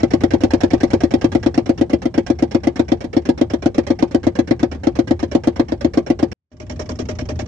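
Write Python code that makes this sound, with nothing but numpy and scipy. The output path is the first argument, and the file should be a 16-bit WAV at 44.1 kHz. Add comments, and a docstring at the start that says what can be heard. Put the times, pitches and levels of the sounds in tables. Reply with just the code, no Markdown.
"""Under an idling car, on a stereo microphone with its two ports very close together.
Over the engine's rumble a driveshaft turns 8-10 times a second in a worn support, its speed setting the
timing and force. Each turn it scuffs the bracket, drops against it with a knock that booms through the
floor pan, and ticks on the way back. At 6.3 s comes a brief silence; then the sound fades in again,
and the shaft only scuffs, thuds softly and ticks."""
import sys
import numpy as np
from scipy import signal
from scipy.io import wavfile
from scipy.ndimage import uniform_filter1d, minimum_filter1d

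SR = 44100
rng = np.random.default_rng(int(sys.argv[2]) if len(sys.argv) > 2 else 0)


def unload_wav(signal):
    """Save mono or channel-first audio to the path in sys.argv[1] as 16-bit WAV at rate SR, clipped to [-1, 1]."""
    wavfile.write(
        sys.argv[1],
        SR,
        np.round(np.clip(np.atleast_2d(signal).T, -1, 1) * 32767).astype(np.int16),
    )


N = 329427
T = np.arange(N) / SR
RING_T = T[:SR // 5]
SILENCE_START_S, SILENCE_END_S = 6.331, 6.516
FADE_START_S, FADE_END_S = 6.5, 6.8
USUAL_SPEED = 9   # turns per second; db_per_speed is the gain for each turn per second above it
KNOCK_ANGLE = 0.292   # turns


def from_db(db):
    """Decibels to gain."""
    return 10 ** (np.asarray(db) / 20)


def at_hz(points, hz, column=1):
    """One column of a spectrum, read on a log-frequency axis."""
    points = np.array(points)
    return np.interp(np.log(hz), np.log(points[:, 0]), points[:, column])


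def unit_energy(x):
    """Each channel scaled to an energy of 1."""
    return x / np.sqrt(np.sum(x ** 2, axis=-1, keepdims=True))


def decay(t60):
    """Exponential decay by 60 dB in t60 seconds."""
    return np.exp(-np.log(1000) * RING_T / t60)


def mode(hz, t60):
    """A struck resonance: a dying sine."""
    return np.sin(2 * np.pi * hz * RING_T) * decay(t60)


def low_pass(x, hz):
    """Second-order low-pass."""
    return signal.sosfilt(signal.butter(2, hz, fs=SR, output="sos"), x + 1e-18)


def excite(force, response):
    """A force played through an impulse response."""
    return signal.oaconvolve(force[None], response, axes=1)[:, :N]


def impulses(times, sizes):
    """One impulse at each time."""
    out = np.zeros(N)
    np.add.at(out, np.clip(np.round(times * SR).astype(int), 0, N - 1), sizes)
    return out


def noise_bands(low_hz, size):
    """Half-octave bands of noise at the two close ports: alike in the bass, unrelated in the treble."""
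    # likeness of left and right: frequency_hz, correlation
    likeness = [(100, 0.94), (300, 0.88), (600, 0.29), (1200, 0.076), (4000, 0.024)]
    white = rng.standard_normal((2, 2, size + SR // 10))
    edges = low_hz * np.sqrt(2) ** np.arange(int(2 * np.log2(SR / 2 / low_hz)))
    for k, (low, high) in enumerate(zip(edges, edges[1:])):
        band_pass = signal.butter(2, [low, high], "band", fs=SR, output="sos")
        mid, side = signal.sosfilt(band_pass, white[k % 2])[:, -size:]
        hz = np.sqrt(low * high)
        alike = at_hz(likeness, hz)
        yield hz, np.sqrt((1 + alike) / 2) * mid + np.sqrt((1 - alike) / 2) * side * [[1], [-1]]


def speed_at(times):
    """The shaft's speed in turns per second."""
    # shaft speed before and after the silence: time_s, turns_per_s
    early_speed = [(0.0, 9.129), (0.13, 9.965), (0.76, 10.109), (1.22, 9.525), (1.49, 8.735), (2.0, 8.15),
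                   (3.02, 8.06), (5.07, 8.385), (6.02, 7.802), (6.3, 8.011)]
    late_speed = [(6.5, 10.45), (7.1, 10.1), (7.47, 9.6)]
    return np.interp(times, *np.vstack([early_speed, late_speed]).T)


def passes(angle, start_s=0, end_s=SILENCE_START_S):
    """Times at which the shaft comes by one angle, counted in turns from start_s."""
    t = T[(T >= start_s) & (T < end_s)]
    turns = np.cumsum(speed_at(t)) / SR
    return np.interp(np.arange(angle, turns[-1]), turns, t)


def force_db(times, db, db_per_speed, spread_db):
    """Level of each contact: a faster shaft hits harder, and no two turns are quite alike."""
    excess_speed = speed_at(times) - USUAL_SPEED
    return db + db_per_speed * excess_speed + spread_db * rng.standard_normal(len(times))


def slips(times, db, rise_s, hold_s, fade_s, per_s, first=0.0):
    """Force of rubbing contacts: a first touch of relative size `first`, then tiny random slips."""
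    t = RING_T[:SR // 14]
    pressure = np.minimum(t / rise_s, 1) * np.exp(-np.maximum(t - hold_s, 0) / fade_s)
    out = np.zeros(N + len(t))
    for start_s, gain in zip(times, from_db(db)):
        burst = pressure * rng.standard_normal(len(t)) * (rng.random(len(t)) < per_s / SR)
        burst /= np.linalg.norm(burst) + 1e-9
        burst[0] += first
        at = int(np.clip(start_s * SR, 0, N - 1))
        out[at:at + len(t)] += gain * burst / np.hypot(1, first)
    return out[:N]


def steel_spot(colour, t60, tail_db, lines):
    """Response of one spot on the shaft: dense ringing, a faint tail under the car, a few tube tones."""
    def port_gains(hz):
        return from_db([[at_hz(colour, hz, column=1)], [at_hz(colour, hz, column=2)]])

    out = 0
    for hz, band in noise_bands(low_hz=150, size=len(RING_T)):
        lasting = (hz / 1000) ** -0.25   # the treble dies sooner
        envelope = decay(t60 * lasting) + from_db(tail_db) * decay(0.2 * lasting)
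        bandwidth_gain = np.sqrt(hz / 72)
        out += port_gains(hz) * bandwidth_gain * unit_energy(band * envelope)
    for hz, line_t60, db in lines:
        polarity = rng.choice([-1, 1], (2, 1))
        out += from_db(db) * port_gains(hz) * unit_energy(mode(hz, line_t60)) * polarity
    return out


def steel_tube(force, colour, t60, tail_db, lines_db, knocked=False, spots=6, dwell_samples=256):
    """The contact wanders over a few spots on the shaft, each with a ring of its own."""
    # ringing lines of the tube: pitch_hz, t60_s, knocked_offset_db, scuffed_offset_db
    tube_modes = [(1636, .04, -14, -9), (1905, .045, -3, -9), (2040, .06, -5, -16), (2260, .03, -20, -7),
                  (3200, .07, 2, -10), (3980, .05, -6, -10), (4350, .05, -5, -14), (5395, .04, 1, -5),
                  (5570, .02, -8, 1), (7060, .03, -1, -10), (8610, .03, 2, -6), (11790, .03, 3, -6)]
    lines = [(hz, line_t60, lines_db + (knock_db if knocked else scuff_db))
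             for hz, line_t60, knock_db, scuff_db in tube_modes]
    spot = rng.integers(0, spots, N // dwell_samples + 1)[np.arange(N) // dwell_samples]
    return sum(excite(force * (spot == k), steel_spot(colour, t60, tail_db, lines))
               for k in range(spots))


def floor_pan(times, db, upper_db, contact_hz, spread_db):
    """Rubber-cushioned blows ring the pan; neighbouring modes swing in opposite directions."""
    # modes of the support and floor pan: pitch_hz, t60_s, left_db, right_db
    pan_modes = [(86.5, 0.1, -27, -22), (122.6, 0.14, -25, -24), (241.6, 0.058, 0.5, -4),
                 (303.8, 0.032, 7, 2.5), (346, 0.11, -1, -11), (329.4, 0.003, -10.5, -18.5),
                 (453.8, 0.14, -25, -24.5), (532.3, 0.067, 0, -25), (546.5, 0.031, 6, 0.5),
                 (591, 0.018, 2, 1), (674, 0.022, -2, -6), (738, 0.035, -14, -13.5),
                 (770, 0.1, -23.5, -21.5), (940, 0.027, -30.5, -39)]
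    out = 0
    for group, extra_db in ((pan_modes[:6], 0), (pan_modes[6:], upper_db)):
        response = sum((-1) ** (k + 1) * from_db([[left], [right]]) * mode(hz, t60)
                       for k, (hz, t60, left, right) in enumerate(group))
        sizes = from_db(db + extra_db + spread_db * rng.standard_normal(len(times)))
        out += excite(low_pass(impulses(times, sizes), contact_hz), response)
    return out


def engine():
    """The idling bed: rumble, a little hiss and a drone tied to the shaft, louder when fast or slowing."""
    # spectrum of the rumble: frequency_hz, relative_density_db
    rumble_colour = [(20, -16.5), (35, -18), (50, -9), (65, 4.5), (80, 6), (110, 1.5), (160, -5.5),
                     (250, -8), (450, -21.5), (700, -24.5), (1200, -56.5), (3000, -45.5), (5000, -50.5),
                     (8000, -50), (13000, -81)]
    # drivetrain harmonics: cycles_per_turn, level_db, db_per_speed
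    harmonics = [(8, -42.5, 1.5), (9, -39, 0.5)]
    rumble_db, rumble_db_per_speed, slowing_db = -32.5, 1.5, 1.5
    speed = speed_at(T)
    excess_speed = speed - USUAL_SPEED
    turns = np.cumsum(speed) / SR
    noise = sum(from_db(at_hz(rumble_colour, hz)) * band for hz, band in noise_bands(low_hz=24, size=N))
    rumble = noise / np.std(noise) * from_db(rumble_db + rumble_db_per_speed * excess_speed)
    drone = 0
    for multiple, db, db_per_speed in harmonics:
        phase = 2 * np.pi * (round(multiple) * turns + rng.random())
        drone += from_db(db + db_per_speed * excess_speed) * np.sin(phase)
    slowing = uniform_filter1d(np.maximum(-np.gradient(speed, T), 0), size=SR // 4)   # turns/s lost per s
    return (rumble + drone) * from_db(slowing_db * slowing)


def shaking():
    """The shaft's imbalance pushes once a turn and keeps a low resonance of the body droning."""
    times = passes(KNOCK_ANGLE)
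    db = force_db(times, db=-27.5, db_per_speed=8.1, spread_db=0.3)
    pushes = impulses(times + 0.0042, from_db(db))
    return excite(pushes, -mode(hz=91.2, t60=0.16)[None])


def long_scuffing():
    """After the silence the shaft drags longer and duller, rings the panels, thuds and ticks back."""
    # spectrum of the dragged steel: frequency_hz, left_density_db, right_density_db
    drag_colour = [(200, -47, -19), (355, -5, -19), (593, -17.5, -8.5), (880, -18, -18.5),
                   (1310, -26.5, -26.5), (1860, -20.5, -21), (2420, -41, -21.5), (4040, -58, -31.5),
                   (5630, -63, -22.5), (6760, -62, -47), (8550, -83, -78), (11900, -85, -44)]
    # ringing body panels: pitch_hz, t60_s, level_db
    panel_modes = [(250.7, 0.25, -25), (610.4, 0.17, -24.5)]
    times = passes(angle=0.039, start_s=FADE_START_S, end_s=T[-1])
    tick_times = passes(angle=0.68, start_s=FADE_START_S, end_s=T[-1])
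    db = -1.02 + 0.5 * rng.standard_normal(len(times))
    rub = slips(times, db + 1, rise_s=0.0006, hold_s=0.0041, fade_s=0.0034, per_s=5700, first=0.25)
    drag = slips(times + 0.012, db - 5, rise_s=0.0013, hold_s=0.016, fade_s=0.0029, per_s=1600)
    tick = slips(tick_times, db - 14, rise_s=0.0013, hold_s=0.0059, fade_s=0.0015, per_s=2300)
    push = slips(times + 0.00614, db, rise_s=0.0022, hold_s=0.0056, fade_s=0.002, per_s=1500, first=2.1)
    panels = sum(from_db(level) * mode(hz, t60) for hz, t60, level in panel_modes)
    ring = excite(push, np.array([panels, panels]))
    thud = floor_pan(times + 0.031, db - 2, upper_db=4.5, contact_hz=91.5, spread_db=3.5)
    friction = low_pass(rub + drag + tick, hz=8000)
    scrape = steel_tube(friction, drag_colour, t60=0.068, tail_db=-14.5, lines_db=14.5)
    return scrape + ring + thud


def scuffing():
    """The shaft scuffs the bracket, catches again just before it lands, and ticks on the way back."""
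    # spectrum of the scuffed steel: frequency_hz, left_density_db, right_density_db
    scuff_colour = [(205, -6.5, -11), (317, -4.5, -11), (447, -15.5, -12.5), (590, -6, -4), (840, -24, -22),
                    (1180, -29, -30), (1553, -21, -19), (2730, -42, -26), (4370, -50.5, -33),
                    (5350, -60, -22.5), (6800, -61.5, -59.5), (10600, -64, -54)]
    rub_times, catch_times, tick_times = passes(angle=0.005), passes(angle=0.258), passes(angle=0.70)
    scuff_force = dict(db=0.9, db_per_speed=1.67, spread_db=1.4)
    rub_db = force_db(rub_times, **scuff_force)
    rub = slips(rub_times, rub_db, rise_s=0.0013, hold_s=0.0037, fade_s=0.0052, per_s=2500, first=0.52)
    catch_db = force_db(catch_times, **scuff_force) - 14
    catch = slips(catch_times, catch_db, rise_s=0.001, hold_s=0.0014, fade_s=0.0015, per_s=3400)
    tick_db = force_db(tick_times, db=-24, db_per_speed=3.2, spread_db=3.5)
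    tick = slips(tick_times, tick_db, rise_s=0.0019, hold_s=0.0076, fade_s=0.0038, per_s=2200)
    return steel_tube(rub + catch + tick, scuff_colour, t60=0.12, tail_db=-15, lines_db=14.5)


def knocking():
    """The shaft drops on the bracket: the pan booms overhead, steel cracks on steel and rattles briefly."""
    # spectrum of the struck steel: frequency_hz, left_density_db, right_density_db
    crack_colour = [(338, -15.5, 0), (635, -5.5, 1.5), (885, -11, -16.5), (1247, -29.5, -23.5),
                    (1512, -16, -13.5), (1950, -21, -15), (2530, -31, -23), (3780, -35, -22.5),
                    (5134, -49.5, -16.5), (7260, -55.5, -50), (11000, -54.5, -58)]
    # turns on which the shaft lands softly: time_s, force_change_db
    soft_landings = [(2.053, -4), (3.043, -13.5), (3.535, -5), (4.744, -26), (5.229, -6), (5.72, -6.5)]
    times = passes(KNOCK_ANGLE)
    soft_db = np.zeros(len(times))
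    for time_s, change_db in soft_landings:
        soft_db[np.argmin(np.abs(times - time_s))] = change_db
    crack_db = force_db(times, db=-0.92, db_per_speed=0.8, spread_db=1.1) + 0.75 * soft_db
    boom_db = force_db(times, db=0.13, db_per_speed=0.45, spread_db=0.24) + soft_db
    boom = floor_pan(times, boom_db, upper_db=-1.4, contact_hz=1150, spread_db=0.02)
    touch = slips(times + 0.001, crack_db, rise_s=0.00038, hold_s=0.0025, fade_s=0.0045,
                  per_s=3400, first=0.75)
    return boom + steel_tube(touch, crack_colour, t60=0.076, tail_db=-22, lines_db=10, knocked=True)


def scene():
    """Engine and shaft as heard from under the car."""
    return engine() + shaking() + long_scuffing() + scuffing() + knocking()


def record(dry):
    """The sound drops out and fades back in, a limiter holds down the knocks, and the top is cut."""
    fade_in = np.clip((T - FADE_START_S) / (FADE_END_S - FADE_START_S), 0, 1) * (T > SILENCE_END_S)
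    level = uniform_filter1d(np.where(T < SILENCE_START_S, 1, fade_in), size=60)
    x = dry * np.maximum(level, from_db(-54))
    x = low_pass(x, hz=8520)   # the microphone's top rolls off
    limiter_gain = 1 / np.maximum(np.abs(x).max(axis=0), 1)
    x = x * uniform_filter1d(minimum_filter1d(limiter_gain, size=81), size=81)
    top_cut = signal.cheby2(12, 60, 13900, fs=SR, output="sos")   # 60 dB down from 13.9 kHz
    return signal.sosfilt(top_cut, x)


dry = scene()
out = record(dry)
unload_wav(out)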